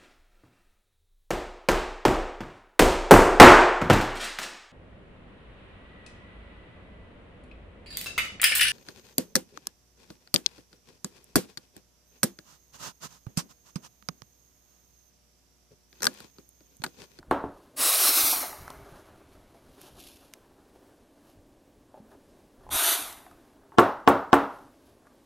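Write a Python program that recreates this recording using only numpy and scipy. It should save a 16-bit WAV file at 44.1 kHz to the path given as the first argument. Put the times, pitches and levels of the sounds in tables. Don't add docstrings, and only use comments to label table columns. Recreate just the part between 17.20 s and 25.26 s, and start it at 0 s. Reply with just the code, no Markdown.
import sys
import numpy as np
from scipy import signal
from scipy.fft import rfft, irfft
from scipy.io import wavfile
from scipy.ndimage import uniform_filter1d, map_coordinates

SR = 44100
rng = np.random.default_rng(int(sys.argv[2]) if len(sys.argv) > 2 else 0)


def transcribe(u):
    v = np.clip(np.atleast_2d(u).T, -1, 1)
    q = np.round(v * 32767).astype(np.int16)
    wavfile.write(sys.argv[1], SR, q)


def voltage_ratio(decibels):
    exponent = np.asarray(decibels, float) / 20
    return 10 ** exponent


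N = 355401


def unit_power(x):
    return x / np.sqrt(np.mean(x ** 2) + 1e-20)


def gesture(loudest_s, rise_s, fall_s, level_db):
    late = np.arange(N) / SR - loudest_s
    away = np.where(late < 0, -late / max(rise_s, .005), late / max(fall_s, .005))
    return voltage_ratio(level_db - 20 * away)


def at_hz(points, hz):
    table_hz, value = np.transpose(points)
    return np.interp(np.log(hz), np.log(table_hz), value)


def drift(rate_hz):
    r = np.exp(-80 * np.pi * rate_hz / SR)
    white = rng.standard_normal(N // 40 + 2002)
    slow = unit_power(signal.lfilter([1], [1, -2 * r, r * r], white)[2000:])
    return np.interp(np.arange(N) / 40, np.arange(len(slow)), slow)


def band(x, low_hz, high_hz, order=3):
    return signal.sosfilt(signal.butter(order, [low_hz, high_hz], "band", fs=SR, output="sos"), x)


def coloured(spectrum, peaks=()):
    hz = np.arange(N // 2 + 1) * SR / N + 1
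    gain = voltage_ratio(at_hz(spectrum, hz))
    for centre_hz, width_hz, level_db in peaks:
        gain = gain * (1 + voltage_ratio(level_db) / (1 + (2 * (hz - centre_hz) / width_hz) ** 2))
    return irfft(rfft(rng.standard_normal(N)) * gain, N)


def ring(push, hz, t60_s):
    r, w = voltage_ratio(-60 / (t60_s * SR)), 2 * np.pi * hz / SR
    return signal.lfilter([0, np.sin(w)], [1, -2 * r * np.cos(w), r * r], push + 1e-18)


# pitch_hz [Hz], level_db [dB per Hz]
HUM_SPECTRUM = [(71, -34), (120, -10), (167, -10.5), (282, 3), (401, -4.5), (468, -5.5), (602, -5),
                (746, -12), (1120, -16), (1360, -26), (1530, -18.5), (1860, -23), (12500, -30),
                (16200, -61), (22000, -120)]
HUM_DB = -60


def room_hum():
    spectrum = [(60, -49.5)] + [p for p in HUM_SPECTRUM if p[0] < 12600]
    return voltage_ratio(HUM_DB) * unit_power(coloured(spectrum)) * voltage_ratio(1.0 * drift(2.7))


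# loudest_s [s], rise_s [s], # fall_s
# [s], level_db [dB]
CLOTHING_BUMPS = [(0.0, .1, 0.055, -53.5), (.1, 0.031, 0.22, -49), (.61, .05, .05, -58),
                  (.95, .04, 0.055, -51), (1.04, .06, .4, -55.5), (1.42, 0.039, 0.073, -46),
                  (1.63, 0.16, 0.043, -51), (1.74, 0.06, 0.069, -52), (1.96, 0.12, 0.074, -56),
                  (2.19, 0.41, 0.19, -65.5), (2.5, 0.12, .1, -59), (2.72, .15, .4, -62),
                  (4.19, 0.086, 0.2, -65), (4.61, .3, 0.44, -70.5), (5.1, 0.085, 0.1, -64),
                  (5.23, 0.077, .4, -73.5), (5.55, 0.13, 0.065, -42.5), (5.882, .3, 0.062, -61.5),
                  (6.169, 0.19, .1, -68.5), (6.57, 0.025, .1, -69.5), (7.45, 0.43, 0.33, -70)]
RUMBLE_REST_DB = -68.5


def clothing_rumble():
    low = band(rng.standard_normal(N), 15, 120, order=2)
    lumps = unit_power(low * voltage_ratio(2.0 * drift(14)))
    return lumps * (voltage_ratio(RUMBLE_REST_DB) + sum(gesture(*bump) for bump in CLOTHING_BUMPS))


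# loudest_s [s], rise_s [s], fall_s [s], #
# rustle_db [dB], rub_db [dB]
STROKES = [(.43, .5, 0.28, -71, -69), (1.801, 1, 0.18, -64.5, -54), (2.14, 0.41, 0.21, -70, -70),
           (2.35, 0.22, 0.95, -74, -71.5), (2.582, 0.011, 0.6, -68, -64.5), (2.685, 0.17, .03, -57.5, -70),
           (2.80, 0.055, 0.11, -54.5, -66), (2.886, 0.092, 0.21, -56.5, -79),
           (3.048, 0.47, .08, -69.5, -75), (3.23, 0.19, 0.065, -83, -72), (3.41, .3, 0.29, -82, -68),
           (3.56, .02, 0.03, -71.5, -71), (3.68, 0.12, 0.24, -93, -71), (3.819, 0.19, 0.13, -79, -85.5),
           (4.1, 0.13, .07, -66, -66), (4.77, 0.081, .1, -74, -68), (4.92, 0.083, 0.092, -72, -59.5),
           (5.2, 0.025, 0.034, -74, -69.5), (5.44, 0.13, .1, -71.5, -58.5), (6.299, .3, 0.21, -77.5, -71),
           (6.55, 0.16, .05, -78.5, -60.5), (7.35, .1, 0.19, -65, -55), (7.666, .12, 0.22, -69.5, -74),
           (7.874, .04, .05, -83, -59.5)]
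# pitch_hz [Hz], level_db [dB per Hz]
RUSTLE_SPECTRUM = [(1180, -30.5), (2000, -9.5), (2280, -5), (2710, 0), (4300, -2), (5390, -4.5),
                   (6640, -5.5), (7910, -11), (11300, -2), (16000, -17.5)]
# pitch_hz [Hz], level_db [dB per Hz]
RUB_SPECTRUM = [(240, -26), (400, 13), (458, -20.5), (569, -1), (723, -4), (1710, -12), (2400, -35),
                (3120, -66), (5280, -120)]
SHIRT_RUB_DB = -76


def cloth():
    rustle = unit_power(coloured(RUSTLE_SPECTRUM + [(17000, -62.5)]))
    rustle = unit_power(band(rustle, 2000, 17000)) * voltage_ratio(1.2 * drift(25) + 2.0 * drift(200))
    rub = unit_power(coloured(RUB_SPECTRUM + [(3000, -39.5)]))
    rub = unit_power(band(rub, 450, 2800)) * voltage_ratio(3.0 * drift(25))
    out = voltage_ratio(SHIRT_RUB_DB) * rub
    for loudest_s, rise_s, fall_s, rustle_db, rub_db in STROKES:
        fibres = voltage_ratio(rustle_db) * rustle + voltage_ratio(rub_db) * rub
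        out = out + gesture(loudest_s, rise_s, fall_s, 0) * fibres
    return out


# start_s [s], level_db [dB peak], pitch_hz [Hz], # t60_s
# [s], crack_db [dB re ring]
SMALL_CONTACTS = [(0.029, -40, 1200, 0.018, -20.5), (0.111, -31, 3580, 0.016, 2.5),
                  (1.128, -21.5, 900, 0.047, -22), (1.229, -28, 744, 0.11, -30),
                  (1.329, -33.5, 1033, 0.048, -42), (1.479, -28.5, 1090, 0.0078, -11.5),
                  (1.503, -34.5, 870, 0.0068, 1), (2.346, -46, 680, 0.089, -34),
                  (2.615, -40, 11100, 0.005, -4), (3.137, -54, 2970, .006, 21),
                  (3.558, -47.5, 600, .04, -26), (4.742, -38, 752, 0.076, -33),
                  (4.775, -43, 680, 0.072, -36), (4.801, -41.5, 267, 0.19, -40),
                  (5.466, -39.5, 850, 0.027, -24), (5.491, -34, 840, 0.038, -15),
                  (5.849, -32, 9800, 0.006, -15), (5.927, -39, 9700, .015, 0), (6.065, -40, 900, .015, -17),
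                  (6.112, -45.5, 1067, 0.082, -8), (6.520, -42.5, 1092, 0.047, -28.5),
                  (7.869, -46.5, 1444, 0.035, -10)]


def ticks():
    out, n = np.zeros(N), np.arange(8000)
    for start_s, level_db, pitch_hz, t60_s, crack_db in SMALL_CONTACTS:
        crack = (rng.standard_normal(8000) + 3 * (n == 0)) * voltage_ratio(-60 * n / SR / .011)
        rings = sum(ring(crack, min(pitch_hz * k, 15000), t60_s / k) for k in (.83, 1.0, 1.16))
        rings = band(rings, pitch_hz / 2, min(2 * pitch_hz, 16000), order=1)
        sound = rings / np.abs(rings).max() + voltage_ratio(crack_db) * band(crack, 700, 11000, order=2)
        i = round(start_s * SR)
        out[i:i + 8000] += voltage_ratio(level_db) * sound[:N - i]
    return out


# pitch_hz [Hz], t60_s [s]
ROOM_DECAY = [(60, 0.54), (160, .4), (420, .36), (1100, 0.51), (2500, 0.32), (5000, 0.49), (9000, 0.23),
              (15000, 0.51)]
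# pitch_hz [Hz], level_db [dB per Hz]
ROOM_COLOUR = [(60, -22.5), (150, -14), (300, -2.5), (550, -1.5), (1000, -2), (1500, -4.5), (2000, -18.5),
               (2800, -11), (4500, -23.5), (9000, -18), (15000, -17.5)]


def kitchen(x, build_s=0.00067):
    t = np.arange(SR) / SR
    edges_hz = 45 * 2 ** np.arange(0, 8.6, .5)
    white, answer = rng.standard_normal((2, len(x), SR)), 0
    for k, (low_hz, high_hz) in enumerate(zip(edges_hz, edges_hz[1:])):
        hz = np.sqrt(low_hz * high_hz)
        fade_db = at_hz(ROOM_COLOUR, hz) - 60 * t / at_hz(ROOM_DECAY, hz)
        answer = answer + band(white[k % 2], low_hz, high_hz, order=2) * voltage_ratio(fade_db)
    answer = answer * (1 - np.exp(-t / build_s))
    return signal.fftconvolve(x, answer, axes=1)[:, :N].sum(axis=0)


def contact_force(hz):
    phase = np.arange(200) * 2 * np.pi * hz / SR
    force = phase ** 2 * np.exp(-phase)
    return force / force.sum()


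def milk_slosh(delay_s=0.0078, t60_s=0.064):
    t = np.clip(np.arange(SR // 2) / SR - delay_s, 0, 1)
    swell = (1 - np.exp(-t / 0.0011)) * voltage_ratio(-60 * t / t60_s)
    return band(rng.standard_normal(SR // 2), 5700, 16500, order=2) * swell


# start_s [s], level_db [dB of impulse], contact_hz [Hz], ring_db [dB], steel_db [dB]
JUG_BLOWS = [
    (0.112, -8.5, 2120, -7.5, -25.5),
    (0.2396, -15.5, 853, -6, -36),
    (6.5846, 0, 2380, -1.5, -20.5),
    (6.5933, -6.5, 2200, -2.5, -30),
    (6.8758, 1, 2190, -4, -23),
    (7.1301, -1.5, 2290, 0, -20.5),
]
# pitch_hz [Hz], level_db [dB], t60_s [s]
BENCH_MODES = [(282, -10.5, 0.29), (358, -10.5, 0.16), (439.3, -8.5, 0.11), (497, -12, 0.059),
               (719, -13.5, 0.061), (763, -2, 0.06), (877, -4.5, 0.077), (1061, -1.5, 0.032),
               (1115.5, -1, 0.069), (1352, -2, 0.039), (1516, -4, 0.041), (1686, -7.5, 0.045)]
# pitch_hz [Hz], level_db [dB], t60_s [s]
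JUG_MODES = [(2750, -27.5, 0.0047), (3620, -24, 0.0017), (7700, -45, 0.07)]
THUD_DB, THUD_GIVE = -32.5, 0.4
RIM_LATE_S = .0025


def knocks():
    length, late = SR // 2, round(RIM_LATE_S * SR)
    direct, feed = np.zeros(N), np.zeros((len(JUG_BLOWS), N))
    for spot, (start_s, level_db, contact_hz, ring_db, steel_db) in enumerate(JUG_BLOWS):
        force, click = np.zeros((2, length))
        force[:200] = voltage_ratio(level_db) * contact_force(contact_hz)
        click[late:late + 200] = voltage_ratio(level_db + steel_db) * contact_force(7000)
        spread = voltage_ratio(2.5 * rng.normal(0, 1, len(BENCH_MODES) + len(JUG_MODES)))
        bench, steel = np.zeros(length), click
        for (hz, mode_db, t60_s), luck in zip(BENCH_MODES, spread):
            bench = bench + ring(force, hz, t60_s) * voltage_ratio(mode_db + ring_db) * luck
        for (hz, mode_db, t60_s), luck in zip(JUG_MODES, spread[len(BENCH_MODES):]):
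            steel = steel + ring(click, hz, t60_s) * voltage_ratio(mode_db) * luck
        thud = ring(force, 67, 0.21) + ring(force, 106, 0.23)
        thud = thud * voltage_ratio(THUD_DB - THUD_GIVE * level_db)
        slosh = voltage_ratio(level_db - 6.0) * click.sum() * milk_slosh()
        sound = band(bench, 240, 17000, order=2) + voltage_ratio(9.5) * steel + thud + slosh
        i = round(start_s * SR)
        direct[i:i + length] += sound[:N - i]
        feed[spot, i:i + length] = (force + voltage_ratio(12.5) * np.roll(steel, shift=-late))[:N - i]
    return direct, feed


# start_s [s], notch_spacing_hz [Hz], strength [0-1]
BODY_LEAN = [(.55, 2157, 0), (.75, 2460, 0.1), (1.0, 2490, 0.1), (1.18, 2610, 0.1), (1.299, 2644, .2),
             (5.501, 2525, .25), (5.76, 2700, .25), (5.85, 2700, 0.1)]
HAND_ECHO_S, HAND_SHARE, HAND_SWAY = .0009, .22, .2


def steel_echo(x):
    start_s, spacing_hz, strength = np.transpose(BODY_LEAN)
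    n = np.arange(N)
    lag = SR / np.interp(n / SR, start_s, spacing_hz) * (1 + .006 * drift(4))
    near = map_coordinates(x, [n - lag], order=3)
    far = map_coordinates(x, [n - 8.1 * lag], order=3)
    share = np.clip(np.interp(n / SR, start_s, strength), 0, .9)
    hand_lag = SR * HAND_ECHO_S * (1 + HAND_SWAY * drift(1.2))
    hand = map_coordinates(x, [n - hand_lag], order=3)
    return x - share * (near - .5 * far) + HAND_SHARE * hand


# start_s [s], shut_s [s], opening_s [s], closing_s [s], level_db [dB]
PURGE_VALVE = [
    (0.559, 1.114, 0.028, 0.047, -27),
    (5.498, 5.73, 0.025, 0.012, -25.5),
]
PURGE_PARTS = [
    (-3.5, 4.1, -32.5, .16),
    (-4.5, 2.3, -54.5, .03),
]
# pitch_hz [Hz], level_db [dB per Hz]
JET_SPECTRA = [
    [(120, -26.5), (200, -23.5), (273, -7.5), (507, -10.5), (731, -4), (1030, -12), (1180, -6),
     (1820, -12.5), (2270, -8), (3150, -9), (4140, -5), (4710, -6.5), (7430, -9), (11900, 0.5),
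     (15700, -4.5)],
    [(120, -24), (200, -18.5), (278, -1), (566, -8.5), (680, -0.5), (927, -1.5), (1030, -3), (1550, -3),
     (1690, -7.5), (3150, -4), (3580, -1.5), (4710, -6.5), (7560, -19), (12200, -13), (15700, -26)],
]
# pitch_hz [Hz], width_hz [Hz], level_db [dB]
NOZZLE_WHISTLES = [
    [(730, 37, -11.5), (4240, 200, -7), (5634, 900, -3.5), (9500, 790, -5), (12480, 900, -6)],
    [(680, 35, 2.5), (3700, 500, -7), (6060, 160, -4), (9550, 910, -10), (12700, 230, -25.5)],
]
DRIBBLE_TILT = (9.5, 6.5, 5.5)
LINGER_T60_S, DRIBBLE_T60_S = (0.76, 0.58, 0.54), (4.6, 1.9, 1.3)
LINGER_DB, DRY_OUT_DB_PER_S = -4.5, 10.5
CLEARS_S = .25


def steam(valve, parts, spectrum, whistles, flutter_db=0.53):
    start_s, shut_s, opening_s, closing_s, level_db = valve
    splash_db, top_db, dribble_db, sag = parts
    t = np.arange(N) / SR
    since = np.clip(t - start_s, 0, shut_s - start_s)
    after = np.clip(t - shut_s, 0, None)
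    flow = (1 - np.exp(-since / opening_s)) ** 2
    jet = np.exp(-after / closing_s)
    rising = np.cumsum(1 - sag * np.exp(-since / CLEARS_S))
    noise = map_coordinates(coloured(spectrum, whistles), [rising], order=3)
    noise, gust = steel_echo(noise), drift(9)
    out, edges_hz = 0, [120, 2200, 7000, 17000]
    for k, part_db in enumerate([splash_db - DRY_OUT_DB_PER_S * since * jet, 0, top_db]):
        linger = voltage_ratio(LINGER_DB - 60 * after / LINGER_T60_S[k])
        dribble = voltage_ratio(dribble_db + DRIBBLE_TILT[k] - 60 * after / DRIBBLE_T60_S[k])
        fade = jet + (1 - jet) * (linger + dribble)
        flutter = flutter_db * (2.1 * gust + drift(33))
        gain = flow * fade * voltage_ratio(level_db + part_db + flutter)
        out = out + gain * unit_power(band(noise, edges_hz[k], edges_hz[k + 1]))
    return out


def scene():
    direct, feed = knocks()
    small = ticks()
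    wet = kitchen(np.vstack([voltage_ratio(-1.5) * feed, voltage_ratio(-35) * small]))
    purges = zip(PURGE_VALVE, PURGE_PARTS, JET_SPECTRA, NOZZLE_WHISTLES)
    jets = sum(steam(*purge) for purge in purges)
    mid = room_hum() + clothing_rumble() + cloth() + small + wet + direct + jets
    return np.array([mid, mid])


OVERLOAD = .62
TOP_BAND_HZ, CUTOFF_HZ = 13200, 15900


def thin_faint_cells(x, margin_db=8.0, bass_db=2.5, quiet_side_db=-19, loud_side_db=-13,
                    loud_from_db=-62, startle_db=14, settle_s=0.2, smear_db=-30):
    hz, _, cells = signal.stft(x, SR, nperseg=1024)
    pairs = np.arange(cells.shape[1]) // 2
    power = uniform_filter1d(np.abs(cells) ** 2, size=5, axis=0)
    power = uniform_filter1d(power, size=3, axis=1)
    level_db = 10 * np.log10(np.abs(power) + 1e-20)
    typical_db = np.median(level_db[:360], axis=0)
    loud = 1 / (1 + np.exp((loud_from_db - typical_db) / 2))

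    keep = np.exp(-512 / SR / settle_s)
    used_db = signal.lfilter([1 - keep], [1, -keep], typical_db - typical_db[0]) + typical_db[0]
    startled = np.roll(np.clip((typical_db - used_db) / 12 - .6, -1, 1), shift=6)
    startled = startled + .22 * rng.standard_normal(pairs[-1] + 1)[pairs]
    bass = np.clip(1.3 - hz / 300, 0, 1)[:, None]
    low_mid = np.clip(1 - np.abs(hz - 320) / 200, 0, 1)[:, None]
    bar_db = typical_db - margin_db + startle_db * loud * startled * bass + bass_db * loud * low_mid
    cells = cells / (1 + np.exp(np.clip(2 * (bar_db - level_db), -30, 30)))

    luck = rng.random((25, pairs[-1] + 1))[:, pairs]
    sparks = rng.random((len(hz) // 4 + 1, pairs[-1] + 1))[np.arange(len(hz)) // 4][:, pairs]
    top_on = (sparks < .6 * luck[24]) | (level_db > -95)
    cells = cells * (hz < CUTOFF_HZ)[:, None] * ((hz < TOP_BAND_HZ)[:, None] | top_on)

    rows = (np.log(np.arange(len(cells)) + 2) * 23 / np.log(515)).astype(int)
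    patches = luck[rows] < .75 - .70 * loud
    error = cells * patches * np.exp(2j * np.pi * rng.random(cells.shape))
    error = error * voltage_ratio(quiet_side_db + (loud_side_db - quiet_side_db) * loud)
    smear = cells * voltage_ratio(smear_db) * np.exp(2j * np.pi * rng.random(cells.shape))
    mid = signal.istft(cells + smear, nperseg=1024)[1][:N]
    side = signal.istft(error, nperseg=1024)[1][:N]
    return np.array([mid + side, mid - side])


def low_pass(x):
    return signal.sosfilt(signal.butter(12, 16620, fs=SR, output="sos"), x)


def record(dry):
    capsule = dry[0]
    bent = np.tanh((np.abs(capsule) / OVERLOAD) ** 3) ** (1 / 3)
    mix = thin_faint_cells(OVERLOAD * bent * np.sign(capsule))
    return low_pass(mix)


dry = scene()
out = record(dry)
transcribe(out)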